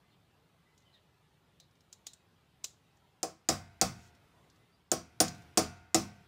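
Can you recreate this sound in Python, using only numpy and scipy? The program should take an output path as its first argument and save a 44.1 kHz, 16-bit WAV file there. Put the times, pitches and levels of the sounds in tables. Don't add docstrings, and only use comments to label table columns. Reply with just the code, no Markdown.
import sys
import numpy as np
from scipy import signal
from scipy.fft import rfft, irfft, next_fast_len
from scipy.io import wavfile
from scipy.ndimage import uniform_filter1d, map_coordinates

SR = 44100
rng = np.random.default_rng(int(sys.argv[2]) if len(sys.argv) > 2 else 0)


def generate_wav(signal):
    frames = np.transpose(np.atleast_2d(signal))
    scaled = np.clip(frames, -1, 1) * 32767
    pcm = np.round(scaled).astype(np.int16)
    wavfile.write(sys.argv[1], SR, pcm)


def gain_from_db(level_db):
    decades = np.asarray(level_db, float) / 20
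    return 10 ** decades


N = 276507


def unit(x):
    return x / np.sqrt(np.mean(x ** 2) + 1e-20)


def along(points, hz):
    f, v = np.transpose(points)
    return np.interp(np.log(hz + 1), np.log(f + 1), v)


def coloured(n, gain):
    m = next_fast_len(n + 4096)
    spectrum = rfft(rng.standard_normal(m)) * gain(np.fft.rfftfreq(m, 1 / SR))
    return unit(irfft(spectrum, m)[:n])


def fade(t, t60, attack):
    return gain_from_db(-60 * t / t60) * (1 - np.exp(-t / attack))


def ring(modes, t, attack, scatter_db, rough):
    hz, db, t60 = np.transpose(modes)[:, :, None]
    drift = rough * np.cumsum(rng.standard_normal((len(modes), len(t))), axis=1) / np.sqrt(SR)
    sign = (-1.0) ** np.arange(len(modes))[:, None]
    size = sign * gain_from_db(db + scatter_db * rng.standard_normal(hz.shape))
    return np.sum(size * fade(t, t60, attack) * np.sin(2 * np.pi * hz * t + drift), axis=0)


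def wash(t60s, t, gain, attack):
    hz, s, z = signal.stft(coloured(len(t), gain), SR, nperseg=128)
    decay = gain_from_db(-60 * s / along(t60s, hz)[:, None])
    x = signal.istft(z * decay, SR, nperseg=128)[1][:len(t)]
    return x * (1 - np.exp(-t / attack))


def tail(t60s, t):
    x = wash(t60s, t, np.ones_like, 0.001)
    return x / np.linalg.norm(x)


# frequency in Hz, t60 in seconds.
WALLS = [(60, 0.35), (160, 0.56), (420, 0.2), (1100, 0.31), (2900, 0.27), (7700, 0.22), (15000, 0.22)]
# frequency in Hz, t60 in seconds.
HALL = [(100, 3.6), (700, 0.36), (2000, 1.6), (3500, .7), (7000, .5), (12000, 0.44)]


def in_room(x, t, room_db, hall_db):
    answer = gain_from_db(room_db) * tail(WALLS, t) + gain_from_db(hall_db) * tail(HALL, t)
    return x + signal.fftconvolve(x, answer)[:len(t)]


def lumps(spacing_hz, depth_db):
    knots = np.clip(rng.standard_normal(2400), -2, 1.6)
    return lambda hz: gain_from_db(depth_db * map_coordinates(knots, [hz / spacing_hz]))


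def patchy(x, depth_db):
    z = signal.stft(x, nperseg=1024)[2]
    field = uniform_filter1d(rng.standard_normal(z.shape), size=3, axis=0)
    field = uniform_filter1d(field, size=5, axis=1)
    return unit(signal.istft(z * gain_from_db(depth_db * unit(field)), nperseg=1024)[1][:N])


def add(track, s, x):
    track[round(s * SR):][:len(x)] += x


# frequency in Hz, level in dB per Hz.
RUMBLE = [(15, -56.5), (25, -22.5), (37, -15), (70, -4), (167, -1), (203, -9), (404, -12), (450, -13.5),
          (580, -48.5), (990, -120)]
# frequency in Hz, level in dB per Hz.
HISS = [(210, -31.5), (350, -18.5), (403, -6), (451, -5), (834, -3.5), (1920, -10.5), (2080, -10.5),
        (3620, -11.5), (5990, -20.5), (15200, -26.5)]
# time in seconds, rumble level in dB.
AIR_LEVEL = [(0.0, -66.5), (0.98, -67), (3.07, -66), (3.35, -70.5), (3.77, -65.5), (4.45, -62),
             (4.961, -69.5), (5.411, -56.5), (5.809, -68), (6.27, -62.5)]


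def air():
    time = np.arange(N) / SR
    s, rumble_db = np.transpose(AIR_LEVEL)
    hiss_db = -74.5 + 0.81 * (rumble_db - rumble_db.mean())
    gusts = map_coordinates(rng.standard_normal(80), [time * 12])
    rumble = coloured(N, lambda hz: gain_from_db(along(RUMBLE, hz)))
    rumble = rumble * gain_from_db(np.interp(time, s, rumble_db) - 4.5 + 0.47 * gusts)
    hiss = coloured(N, lambda hz: gain_from_db(along(HISS, hz)) * (hz < SR * .347))
    hiss = patchy(hiss, depth_db=2.5) * gain_from_db(np.interp(time, s, hiss_db) + 2.0)
    return rumble + hiss


# start in seconds, length
# in seconds, first pitch in Hz, last pitch in Hz,
BIRDS = [(0.034, 0.085, 2060, 2030, -78), (0.097, 0.064, 4540, 2850, -74.5),
         (0.651, 0.046, 1970, 2050, -73), (0.715, 0.045, 2030, 2040, -79), (0.8, 0.087, 2050, 2040, -77),
         (0.842, 0.075, 3140, 2920, -70), (0.925, 0.042, 4180, 3540, -63), (2.07, 0.15, 4010, 3750, -76),
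         (0.955, 0.036, 3500, 3030, -72), (0.928, .06, 2060, 1750, -75), (4.015, .05, 5300, 5300, -72),
         (4.572, 0.13, 2000, 2045, -77), (4.715, 0.054, 4680, 4800, -76.5)]


def birds():
    out = np.zeros(N + SR)
    for s, length, from_hz, to_hz, db in BIRDS:
        n = round(length * SR)
        blur = .12 + 0.023 * np.sqrt(abs(to_hz - from_hz))
        drift = blur * 40 * np.cumsum(rng.standard_normal(SR // 4))[:n] / np.sqrt(SR)
        phase = 2 * np.pi * np.cumsum(np.linspace(from_hz, to_hz, n)) / SR
        add(out, s, gain_from_db(db) * np.sqrt(np.hanning(n)) * np.sin(phase + drift))
    echo = signal.fftconvolve(out, tail(WALLS, np.arange(SR // 3) / SR))
    return out[:N] + gain_from_db(-2.0) * echo[:N]


# frequency in Hz, level in dB per Hz.
TOUCH = [(180, -34), (300, -21.5), (1960, -21.5), (3650, -7.5), (4690, -8.5), (7020, -6.5), (8440, -14.5),
         (9020, -15), (10100, -20), (15600, -23), (16050, -52)]


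def touch(hz):
    return gain_from_db(along(TOUCH, hz))


def rustle():
    times = 3.9 + np.cumsum([0, 0.068, 0.103, .05])
    swell = np.interp(np.arange(N) / SR, times, [0, 1, 1, 0])
    return coloured(N, touch) * gain_from_db(-68.5) * swell


# start in seconds, peak
# level in dB, centre frequency in Hz,
CLICKS = [(0.778, -57.5, 6940, -12), (1.6003, -49, 4500, -5.5), (1.711, -69.5, 4050, -10),
          (1.754, -68, 4300, -12), (1.807, -61, 5300, -10), (1.928, -42.5, 7200, -10),
          (2.068, -34, 7040, -0.5), (2.1338, -46.5, 8250, -19), (2.643, -25, 7300, -11),
          (2.97, -66, 6800, -11), (4.1503, -63, 4290, -7), (4.5, -58.5, 4860, -19.5),
          (4.56, -68, 5370, -10.5), (5.2812, -32, 5160, -14.5), (5.348, -54, 5300, -1),
          (5.381, -59, 9000, -4), (5.421, -62, 9000, -4.5), (5.772, -64, 4500, -10),
          (0.803, -68, 6800, -16), (0.821, -70, 5200, -14)]


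def pin():
    out, t = np.zeros(N + SR), np.arange(SR // 3) / SR
    rise = .002
    for s, db, centre_hz, body_db in CLICKS:
        collar_db = -1.5 + 0.98 * body_db - 2.52 * centre_hz / 1e3 - .3 * (db + 45)
        shape = lambda hz: touch(hz) * (gain_from_db(body_db) * 3 + 1 / (1 + ((hz - centre_hz) / 1100) ** 2))
        late = t - 3 * rise
        env = np.where(late < 0, gain_from_db(-13) * np.exp(late / rise), gain_from_db(-60 * late / 0.04))
        add(out, s - 3 * rise, gain_from_db(db - 3.5) * coloured(len(t), shape) * env)
        collar = ring([(3800, 0, .22), (4100, 0, .2)], t, .002, scatter_db=1.5, rough=30)
        walls = gain_from_db(-23.5) * wash(WALLS, t, shape, 0.0023)
        add(out, s, gain_from_db(db) * (walls + gain_from_db(collar_db) * collar))
    return out[:N]


# frequency in Hz, level in dB, t60 in seconds.
LEGS = [(88.2, -8.5, 0.76), (120.6, -8, 0.55), (162.25, 0.5, 0.38), (202, -3.5, 0.46), (246.3, 0.5, .3)]


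def legs(t, extra_db):
    return gain_from_db(-19 + 0.66 * extra_db) * ring(LEGS, t, .012, scatter_db=2, rough=8)


# frequency in Hz, level in dB, t60 in seconds.
VISE = [(700, -6, .9), (735, -7, .8), (910, -11, .9), (1437, -10, 1), (1545, -8, .8), (1820, -12, .5),
        (2095, -8, .6), (2200, -12, .5), (2304, -9, .6), (2520, -13, .7), (2650, -11, .6), (1950, -12, .6),
        (2400, -13, .6)]


def vise_body(t, extra_db):
    return gain_from_db(-32.5 + 0.78 * extra_db) * ring(VISE, t, .01, scatter_db=2, rough=9)


# frequency in Hz, level in dB, t60 in seconds.
BENCH = [(327.8, 7, 0.11), (416.3, -4, 0.13), (488, -1, 0.12), (544, -7.5, 0.14), (632, -2.5, 0.14),
         (704.6, 5, 0.096), (767.7, 1.5, 0.11), (1087, -12, 0.21), (1210, -15, 0.23), (1311, -11, .14)]


def bench_top(t, extra_db, lean_db):
    modes = [(hz, db + lean_db * (hz < 450), t60) for hz, db, t60 in BENCH]
    bench = gain_from_db(-8.5 - 0.3 * extra_db) * ring(modes, t, .007, scatter_db=1.2, rough=8)
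    return in_room(bench, t, -11.5, -37.5)


def push(t, lean_db):
    u = t / .0014
    shove = gain_from_db(-2 + lean_db / 2) * u ** 2 * (1 - 2 * u / 3) * np.exp(2 - 2 * u)
    return signal.sosfilt(signal.butter(3, 190, "highpass", fs=SR, output="sos"), shove)


# frequency in Hz, level in dB, t60 in seconds.
JAWS = [(3460, -10, 0.094), (4770, -6.5, 0.089), (4690, 6, 0.035), (5090, -6, 0.055), (5100, -10, 0.22),
        (6060, -5, 0.068), (5850, -4.5, 0.25), (6200, -11.5, 0.067), (7300, -13.5, 0.21)]


def jaws(t):
    return gain_from_db(-18) * ring(JAWS, t, .0015, scatter_db=3, rough=10)


def blade(t, knife_hz):
    hz = .88 * knife_hz
    return gain_from_db(-14.5) * ring([(hz, 0, .12), (hz * 1.03, -5, .15)], t, .001, scatter_db=1, rough=12)


# frequency in Hz, level in dB, t60 in seconds.
HEAD = [(9340, 4.5, .13), (11340, -10, .14), (13245, -11, .08), (15195, -2, .085)]


def hammer_head(t, head_db):
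    rebound = gain_from_db(-9 / (1 + np.exp((.027 - t) / .002)))
    return gain_from_db(head_db - 14) * rebound * ring(HEAD, t, .0015, scatter_db=1, rough=4)


# frequency in Hz, level in dB per Hz.
CRACK = [(530, -37.5), (900, -3.5), (1250, -2.5), (1760, -8), (3560, -9), (4100, -6.5), (4950, 2),
         (6390, -2), (9090, -7), (10800, -17), (15750, -18), (16050, -55.5)]


def crack(t, knife_hz, vise):
    knife_db = 2 * (knife_hz - 5900) / 1e3
    seat = lumps(spacing_hz=260, depth_db=1.4)

    def colour(hz):
        peak_db = knife_db / (1 + ((hz - knife_hz) / 900) ** 2)
        return seat(hz) * vise(hz) * gain_from_db(along(CRACK, hz) + peak_db)

    env = gain_from_db(-4.5) * (fade(t, 0.0052, 0.00038) + fade(t, 0.069, 0.00033))
    rattle = coloured(len(t), colour) * env
    near = gain_from_db(-12.5) * wash(WALLS, t, colour, 0.0088)
    return rattle + near + gain_from_db(-34.0) * wash(HALL, t, colour, 0.078)


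def snap(centre_hz):
    t, rise = np.arange(SR // 200) / SR, .0002
    phase = 2 * np.pi * centre_hz * (t - rise)
    cycle = np.cos(phase) + 0.12 * np.cos(1.9 * phase)
    return (t / rise) ** 2 * np.exp(2 - 2 * t / rise) * cycle / 1.3


# start in seconds, peak level in dB.
BOUNCES = [(3.2304, -12), (3.2329, -19), (3.2345, -21), (3.4883, -11), (3.4889, -12), (3.4905, -10),
           (3.4909, -13), (3.8136, -4), (3.8175, -12), (4.9169, -3.5), (4.9189, -16), (5.2027, -4.5),
           (5.2035, -11), (5.5741, -8), (5.5746, -12), (5.5771, -13), (5.578, -8), (5.9454, -5),
           (5.9461, -11), (5.9493, -8), (5.9505, -16)]


def bounces():
    out = np.zeros(N + SR)
    for s, db in BOUNCES:
        add(out, s, -gain_from_db(db) * snap(6900))
    return out[:N]


# start in seconds, effort in dB, hammer head level in dB, knife resonance in Hz,
# lean of the bench to its low modes in dB.
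BLOWS = [
    (3.2301, -28, -7, 7100, -1.5),
    (3.4879, -18, -28.5, 5900, -3),
    (3.8134, -17.5, -11, 5380, -8.5),
    (4.9163, -22, 0, 5900, -1.5),
    (5.2028, -16, 4.5, 6200, -4),
    (5.5735, -15.5, -3.5, 6200, 3),
    (5.9452, -16.5, -14, 6080, 0.5),
]


def hammer():
    out, t = np.zeros(N + SR), np.arange(SR * 3 // 4) / SR
    vise = lumps(spacing_hz=22, depth_db=2.7)
    for s, db, head_db, knife_hz, lean_db in BLOWS:
        extra_db = db + 18
        steel = crack(t, knife_hz, vise) + jaws(t) + blade(t, knife_hz) + hammer_head(t, head_db)
        support = bench_top(t, extra_db, lean_db) + legs(t, extra_db) + vise_body(t, extra_db)
        add(out, s, gain_from_db(db) * (steel + push(t, lean_db) + support))
    return out[:N]


def scene():
    return (air() + birds() + rustle() + pin() + bounces() + hammer())[None]


def low_pass(x):
    return signal.sosfilt(signal.butter(12, 17060, fs=SR, output="sos"), x)


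def record(dry):
    heard = signal.sosfilt(signal.butter(2, 40, "highpass", fs=SR, output="sos"), dry)
    heard = signal.sosfilt(signal.cheby2(8, 40, 17300, fs=SR, output="sos"), heard)
    return low_pass(heard)


dry = scene()
out = record(dry)
generate_wav(out)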